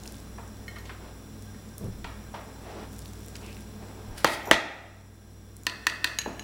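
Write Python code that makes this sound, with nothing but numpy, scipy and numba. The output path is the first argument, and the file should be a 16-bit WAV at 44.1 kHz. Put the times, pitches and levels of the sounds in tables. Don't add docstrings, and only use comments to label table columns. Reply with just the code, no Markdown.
import sys
import numpy as np
from scipy import signal
from scipy.fft import rfft, irfft
from scipy.io import wavfile
from scipy.ndimage import uniform_filter1d
from numba import njit

SR = 44100
rng = np.random.default_rng(int(sys.argv[2]) if len(sys.argv) > 2 else 0)


def digitize_waveform(pressure):
    field = np.atleast_2d(pressure).T
    bounded = np.clip(field, -1, 1)
    quanta = np.round(bounded * 32767).astype(np.int16)
    wavfile.write(sys.argv[1], SR, quanta)


def gain_from_db(level_db):
    decades = np.asarray(level_db, float) / 20
    return 10 ** decades


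N = 283563
TIME = np.arange(N) / SR

# (time [s], direct peak level [dB], brightness [dB per octave], place struck [0-1])
PLATE_TAPS = [(.6803, -28.5, 0, 0.49), (.759, -36.5, 1.5, 0.06), (.784, -38, 4.5, 0.5),
              (1.545, -47.5, -4, .24)]
BOARD_KNOCKS = [(4.245, 0, -0.86, 0.38), (4.5121, 4.5, 0.92, 0.072), (4.5312, -11, 0.92, 0.46)]
DISH_TAPS = [(5.6667, -6, 0.31, 0.072), (5.8678, -4, 0.22, 0.31), (6.0431, -5, 0.89, 0.22)]
SPOON_CLINKS = [(6.1869, -10, 0.58, 0.307), (6.3944, -21, -0.05, 0.38)]
# (mode spread [share of frequency], crack decay constant [s],
# crack centre at zero brightness [Hz], crack peak over ring peak [dB])
CONTACT = [(0.0016, 0.0017, 2200, -9), (0.034, 0.002, 1380, -0.3), (0.0042, 0.0023, 2400, 1.7),
           (0.0016, 0.0017, 2630, -1.5)]
# (send of the whole [dB], extra on the ring alone [dB])
WALL_SENDS = [(-17, 0.5), (-6, -11), (-15.5, 0.3), (-16.5, 1)]
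# (frequency [Hz], level [dB], t60 [s])
PLATE = [(1410, -10, 0.12), (1855, 6.5, 0.093), (2176, 2.5, 0.065), (3060, -4, 0.13), (4200, -4.5, 0.076),
         (5500, -9, 0.089), (6546, -19, 0.25), (9200, -11, 0.069), (11900, -15.5, 0.16)]
BOARD = [(139, -16.5, 0.052), (318.7, -2.5, 0.05), (499, -6.5, 0.13), (638, -1, 0.049), (750, -6, 0.045),
         (793, 4, 0.028), (1049, 1, 0.044), (1206, 7.5, 0.017), (1380, -0.5, 0.025), (1768, 6, 0.043),
         (2036, 0, 0.074), (2183, -6.5, 0.023), (2640, -16.5, 0.018), (3027, 3, 0.018), (3500, -9.5, 0.017),
         (4567, -8, .015), (5900, -7, .01), (8000, -29, 0.011), (11000, -25, .01), (12450, -17.5, .01),
         (15300, -25.5, 0.011)]
DISH = [(309, -14, 0.066), (670, -10.5, 0.019), (997, -12, 0.23), (1198, 3, 0.0074), (1532, -6.5, 0.049),
        (1676, -6.5, 0.065), (1817, 3, 0.056), (1950, -2.5, 0.06), (2137, -11.5, 0.042),
        (2524, -3.5, 0.056), (2750, -5.5, 0.028), (3355, -34, 0.052), (3550, -11.5, 0.072),
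        (3830, -12, .05), (4146, -8, 0.06), (4280, 3, 0.016), (4700, -6.5, 0.053), (5200, -12.5, 0.061),
        (6020, -16, 0.056), (7040, -14, 0.023), (8200, -13, 0.023), (9920, -36, 0.013),
        (12800, -18.5, 0.015)]
SPOON = [(1723, -8.5, 0.079), (2240, -7.5, 0.025), (2934, 3.5, 0.013), (4020, -2, 0.035), (4500, -25, .05),
         (5150, -30, 0.072), (5900, -17, .1), (6630, -1, 0.077), (7600, -27, .08), (8800, -19, 0.065),
         (11320, -18.5, 0.066), (13900, -21, 0.047)]
NEIGHBOURS = [-1.47, 0.099, 1.05]

# (start [s], end [s], rms level before flutter [dB])
RUBS = [(4.183, 4.19, -42.5), (4.27, 4.272, -36.5), (4.315, 4.332, -39)]
# (frequency [Hz], relative level per Hz [dB])
RUB_COLOUR = [(880, -18.5), (1500, 3), (2890, -2), (3540, -2), (5190, 0.5), (5950, -7.5), (10400, -5.5),
              (15500, -17.5)]
# (time [s], peak level [dB])
RATTLE = [(4.4318, -44), (4.456, -35), (4.4734, -35), (4.489, -37.5)]
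# (frequency [Hz], level [dB], t60 [s])
ARMS = [(5800, -3.5, 0.069), (7040, -4, 0.067), (11100, -6.5, 0.066), (13950, -1.5, 0.1), (14740, -9, .06)]

# (time [s], peak level [dB], centre [Hz])
CLICKS = [(0.0357, -34, 6200), (0.0568, -36, 2480), (0.0615, -34, 8000), (0.0763, -27.5, 5600),
          (0.1227, -33, 8150), (0.1432, -38, 3660), (0.1547, -41, 8000), (0.183, -42, 6500),
          (0.2021, -37, 5200), (0.4778, -44, 8000), (1.4233, -36, 7500), (1.781, -26.5, 10400),
          (1.8435, -40, 9700), (2.9297, -39, 11000), (2.9402, -39, 8800), (2.9847, -42, 9700),
          (2.991, -32.5, 7650), (3.0212, -38, 5700), (3.0576, -32.5, 3500), (3.06, -40, 12000),
          (3.08, -38, 7200), (3.1344, -36.5, 5470), (3.262, -35.5, 13100), (3.2836, -33, 7600),
          (3.3552, -31.5, 4900), (3.366, -31.5, 7200), (3.4639, -34, 5530), (3.5288, -36, 3900),
          (3.568, -36.5, 2870), (3.607, -40.5, 8200), (4.182, -28.5, 5800), (4.2551, -18.5, 2800),
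          (4.2776, -23.5, 3200), (4.3384, -22.5, 4200), (5.567, -28.5, 9200), (5.6347, -28.5, 7700),
          (5.6527, -41, 9500)]
# (start [s], end [s], random tiny clicks [per s])
PRESSES = [(0, 0.21, 170), (1.41, 1.46, 150), (2.92, 3.636, 200), (5.58, 5.659, 40)]
# (centre [Hz], smallest impulse before filtering [dB])
TINY_CLICKS = [(5500, -35.5), (8000, -39.5), (11500, -43)]

# (time [s], rms level before its envelope [dB], centre [Hz], decay constant [s], send to the room [dB])
FAR_KNOCKS = [(0.381, -38.5, 810, 0.015, -9), (0.761, -43, 1320, 0.017, -15),
              (0.854, -43.5, 3520, 0.0056, -6), (0.893, -37, 1380, 0.015, -13),
              (2.043, -32, 2240, 0.0047, -10), (2.045, -38, 940, 0.0096, -5.5),
              (2.338, -37.5, 750, 0.017, -4.5), (2.342, -42, 2340, 0.0081, -5.5),
              (3.353, -35.5, 2390, 0.0058, -18.5), (4.467, -36, 550, 0.05, -0.5),
              (6.258, -28.5, 280, 0.032, -18), (6.26, -24.5, 700, 0.0049, -9)]
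# (start [s], end [s], rms level [dB])
SQUEAK = [(3.445, 3.5, -53.5)]
# (start [s], end [s], rms level before flutter [dB])
SHUFFLE = [(0, .05, -59), (.4, .65, -65), (.8, 1.1, -53.5), (2.67, 2.83, -46.5), (3.43, 3.5, -52.5),
           (3.82, 4.4, -52)]
# (frequency [Hz], relative level per Hz [dB])
SHUFFLE_COLOUR = [(120, -29), (200, -3), (237, -14), (343, -2.5), (504, -5), (830, -5.5), (1240, -13),
                  (6000, -29), (7800, -55.5), (13200, -120)]
# (time [s], rms level over the push [dB], push length [s], brightness [dB per octave])
BUMPS = [(1.809, -36, 0.09, -2.2), (1.848, -45.5, 0.21, -5), (4.077, -42, 0.039, -7.5),
         (4.514, -36.5, 0.04, -5.5)]
# (centre [Hz], width [Hz], relative level before brightness [dB])
STAND = [(28, 16, -13), (96, 46, -2), (197, 31, -2), (355, 133, -5), (550, 390, -17.5)]

# (octave centre [Hz], t60 [s])
ROOM_T60 = [(125, 0.55), (250, 0.52), (500, 1), (1000, 0.52), (2000, 0.82), (4000, 0.4), (8000, 0.11),
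            (14000, 0.35)]
# (mean frequency [Hz], rms level before waver [dB], waver [dB])
HUM = [(58.6, -49.5, -2), (98.5, -49.5, 2.3)]
# (centre [Hz], width of the first filter [Hz], rms level [dB])
WHIRR = [(27.22, 11, -66), (209.6, 16, -53.5), (270, 11, -60.5), (328.5, 11.46, -63.5), (434.3, 7.2, -64),
         (1598, 22, -69.5), (3500, 210, -70.5), (4072, 61, -72.5), (5190, 170, -69), (5706, 160, -65),
         (7310, 470, -68.5), (7790, 110, -70), (9840, 330, -68.5), (10400, 130, -76), (13950, 1500, -69),
         (15600, 400, -71)]
# (frequency [Hz], relative level per Hz [dB])
AIR = [(18, -33), (30, -10), (80, -10.5), (140, -7), (437, -15.5), (889, -22), (1220, -24), (2500, -30.5),
       (4200, -34), (6400, -35.5), (8500, -37.5), (12000, -38.5), (16000, -56.5)]


def blows(events, modes, spread, crack_s, crack_hz, crack_db, room_db, ring_room_db):
    tick_db, tick_hz, tick_s = -20, 13000, 0.0017
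    direct, to_walls = np.zeros((2, N))
    t = TIME[:SR // 4]
    for s, db, tilt_db, place in events:
        body = ring(modes, tilt_db, place, spread)
        body /= np.abs(body).max()
        hz = crack_hz * gain_from_db(tilt_db)
        crack = band(rng.standard_normal(len(t)), hz, 0.95 * hz) * np.exp(-t / crack_s)
        sound = body + gain_from_db(crack_db) * crack / np.abs(crack).max()
        tick = band(rng.standard_normal(len(t)), tick_hz, 0.81 * tick_hz) * np.exp(-t / tick_s)
        sound += gain_from_db(tick_db) * tick / np.abs(tick).max()
        sound *= 1 - np.exp(-t / .0004)
        gain = gain_from_db(db) / np.abs(sound).max()
        add(direct, s, sound * gain)
        snap = band(impulse(sound), 0.61 * hz, 1.53 * hz)
        snap = gain_from_db(2.5) * band(snap, 1.12 * hz, 3.9 * hz)
        add(to_walls, s, (snap + gain_from_db(ring_room_db) * body) * gain * gain_from_db(room_db))
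    return np.array([direct, to_walls])


def ring(modes, tilt_db, place, spread):
    hz, db, t60 = np.transpose(modes)[:, :, None, None]
    t = TIME[:SR // 4]
    rank = np.arange(len(modes))[:, None, None]
    db = db + tilt_db * np.log2(hz / 2000) + 2.1 * np.cos(2 * np.pi * place * rank)
    scatter = 0.92 * rng.standard_normal((len(modes), len(NEIGHBOURS), 1))
    hz = hz * (1 + spread * (np.array(NEIGHBOURS)[None, :, None] + scatter))
    side = (-1) ** rank
    decay = np.exp(-np.log(1000) * t / t60)
    return np.sum(side * gain_from_db(db) * decay * np.sin(2 * np.pi * hz * t), axis=(0, 1))


def tongs_moving():
    out = swell(RUBS, rise_db_s=902.5, fall_db_s=299.5) * coloured(RUB_COLOUR) * gain_from_db(1.9 * walk(160))
    for s, db in RATTLE:
        tick = ring(ARMS, 0, rng.random(), 0.015)
        add(out, s, tick * gain_from_db(db) / np.abs(tick).max())
    return out


def food():
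    click_width = 0.67
    idle_per_s, tiny_spread_db = 4, 9.5
    out = np.zeros(N)
    t = TIME[:SR // 100]
    for s, db, hz in CLICKS:
        burst = rng.standard_normal(len(t)) * np.exp(-t / 0.0009)
        click = double_band(burst, hz, click_width * hz)
        add(out, s, click * gain_from_db(db) / np.abs(click).max())
    rate = idle_per_s + sum(per_s * (TIME > start) * (TIME < end) for start, end, per_s in PRESSES)
    for hz, db in TINY_CLICKS:
        chance, size = rng.random((2, N))
        happens = chance < rate / len(TINY_CLICKS) / SR
        tiny = happens * gain_from_db(db + tiny_spread_db * size)
        out += double_band(tiny, hz, .8 * hz)
    return out


def far_knocks():
    direct, to_walls = np.zeros((2, N))
    t = TIME[:SR // 4]
    for s, db, hz, length, room_db in FAR_KNOCKS:
        width_hz = 1.4 * hz

        def steep(x):
            return double_band(band(x, hz, width_hz), hz, width_hz)

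        envelope = np.exp(-t / length) * (1 - np.exp(-t / (0.14 * length)))
        thud = level(steep(rng.standard_normal(len(t))), db) * envelope
        snap = steep(impulse(thud))
        add(direct, s, thud)
        add(to_walls, s, snap * gain_from_db(room_db) * np.std(thud) / np.std(snap))
    return np.array([direct, to_walls])


def squeak():
    tone = level(double_band(rng.standard_normal(N), hz=2560, width_hz=890), 0)
    return tone * swell(SQUEAK, rise_db_s=400, fall_db_s=250)


def shuffling():
    return swell(SHUFFLE, rise_db_s=127, fall_db_s=121.5) * coloured(SHUFFLE_COLOUR) * gain_from_db(1.5 * walk(40))


def bumps():
    out = np.zeros(N)
    t = TIME[:SR // 2]
    for s, db, length, tilt_db in BUMPS:
        push = rng.standard_normal(len(t)) * np.clip((length - t) / 0.016, 0, 1)
        boom = np.zeros(len(t))
        for hz, width_hz, mode_db in STAND:
            mode = double_band(push, hz, width_hz)
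            boom += level(mode, mode_db + tilt_db * np.log2(hz / 100))
        add(out, s, boom * gain_from_db(db) / np.std(boom[:int(length * SR)]))
    return out


def far_wall(x):
    out = np.zeros(N)
    add(out, 0.0294, gain_from_db(-13.5) * band(x, hz=3300, width_hz=5500))
    return out


def room(x):
    t = TIME[:SR]
    tail = np.zeros(SR)
    for hz, t60 in ROOM_T60:
        octave = level(band(rng.standard_normal(SR), hz, 0.88 * hz), 10 * np.log10(hz))
        tail += octave * np.exp(-np.log(1000) * t / t60)
    tail *= 1 - np.exp(-np.maximum(t - .003, 0) / 0.0043)
    return signal.fftconvolve(x, gain_from_db(5.5) * tail / np.sqrt(np.sum(tail ** 2)))[:N]


def appliances():
    out = gain_from_db(-49.5 + 0.52 * walk(3.1)) * coloured(AIR)
    for hz, db, waver_db in HUM:
        cycles = np.cumsum(hz + 0.393 * walk(3.6)) / SR + rng.random()
        out += np.sqrt(2) * gain_from_db(db + waver_db * walk(3.9)) * np.sin(2 * np.pi * cycles)
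    for hz, width_hz, db in WHIRR:
        out += level(double_band(rng.standard_normal(N), hz, width_hz), db)
    return out


def level(x, db):
    return x * gain_from_db(db) / np.sqrt(np.mean(x ** 2))


def add(track, s, sound):
    i = int(s * SR)
    track[i:i + len(sound)] += sound[:N - i]


def band(x, hz, width_hz):
    return signal.lfilter(*signal.iirpeak(min(hz, .45 * SR), max(hz / width_hz, .4), fs=SR), x)


def double_band(x, hz, width_hz):
    return band(band(x, hz, width_hz), hz, 2 * width_hz)


def coloured(points):
    hz, db = np.transpose(points)
    bins = np.maximum(np.fft.rfftfreq(N, 1 / SR), 1)
    shape = gain_from_db(np.interp(np.log(bins), np.log(hz), db))
    return level(irfft(rfft(rng.standard_normal(N)) * shape, N), 0)


def walk(rate):
    k = int(SR / rate)
    steps = np.repeat(rng.standard_normal(N // k + 1), k)
    return 1.4 * uniform_filter1d(uniform_filter1d(steps, k), k)[:N]


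def impulse(energy_of):
    out = np.zeros(len(energy_of))
    out[0] = np.sqrt(np.sum(energy_of ** 2))
    return out


def swell(rows, rise_db_s, fall_db_s):
    return sum(gain_from_db(db - rise_db_s * np.maximum(start - TIME, 0) - fall_db_s * np.maximum(TIME - end, 0))
               for start, end, db in rows)


def scene():
    events = (PLATE_TAPS, BOARD_KNOCKS, DISH_TAPS, SPOON_CLINKS)
    things = zip(events, (PLATE, BOARD, DISH, SPOON), CONTACT, WALL_SENDS)
    direct, to_walls = far_knocks() + sum(blows(hits, modes, *contact, *send)
                                          for hits, modes, contact, send in things)
    close = food() + tongs_moving() + squeak()
    walls = far_wall(direct) + room(to_walls + gain_from_db(-14) * close)
    return (direct + close + walls + shuffling() + bumps() + appliances())[None]


@njit
def gain_control(x, knee, grab_db, recover_db, smooth):
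    y, aim, db = np.empty(len(x)), 0., 0.
    for i in range(len(x)):
        y[i] = x[i] * 10 ** (db / 20)
        excess = max(abs(y[i]) - knee, 0.)
        aim = min(aim + (recover_db - grab_db * excess) / SR, 0.)
        db += smooth * (aim - db)
    return y


def band_limit(x):
    return signal.sosfilt(signal.butter(12, 16980, fs=SR, output="sos"), x)


def record(dry):
    ducked = gain_control(dry[0], knee=0.17, grab_db=4960.0, recover_db=4.2, smooth=0.0007)
    mix = np.tanh(1.153 * ducked)[None] / 1.077
    return band_limit(mix)


dry = scene()
out = record(dry)
digitize_waveform(out)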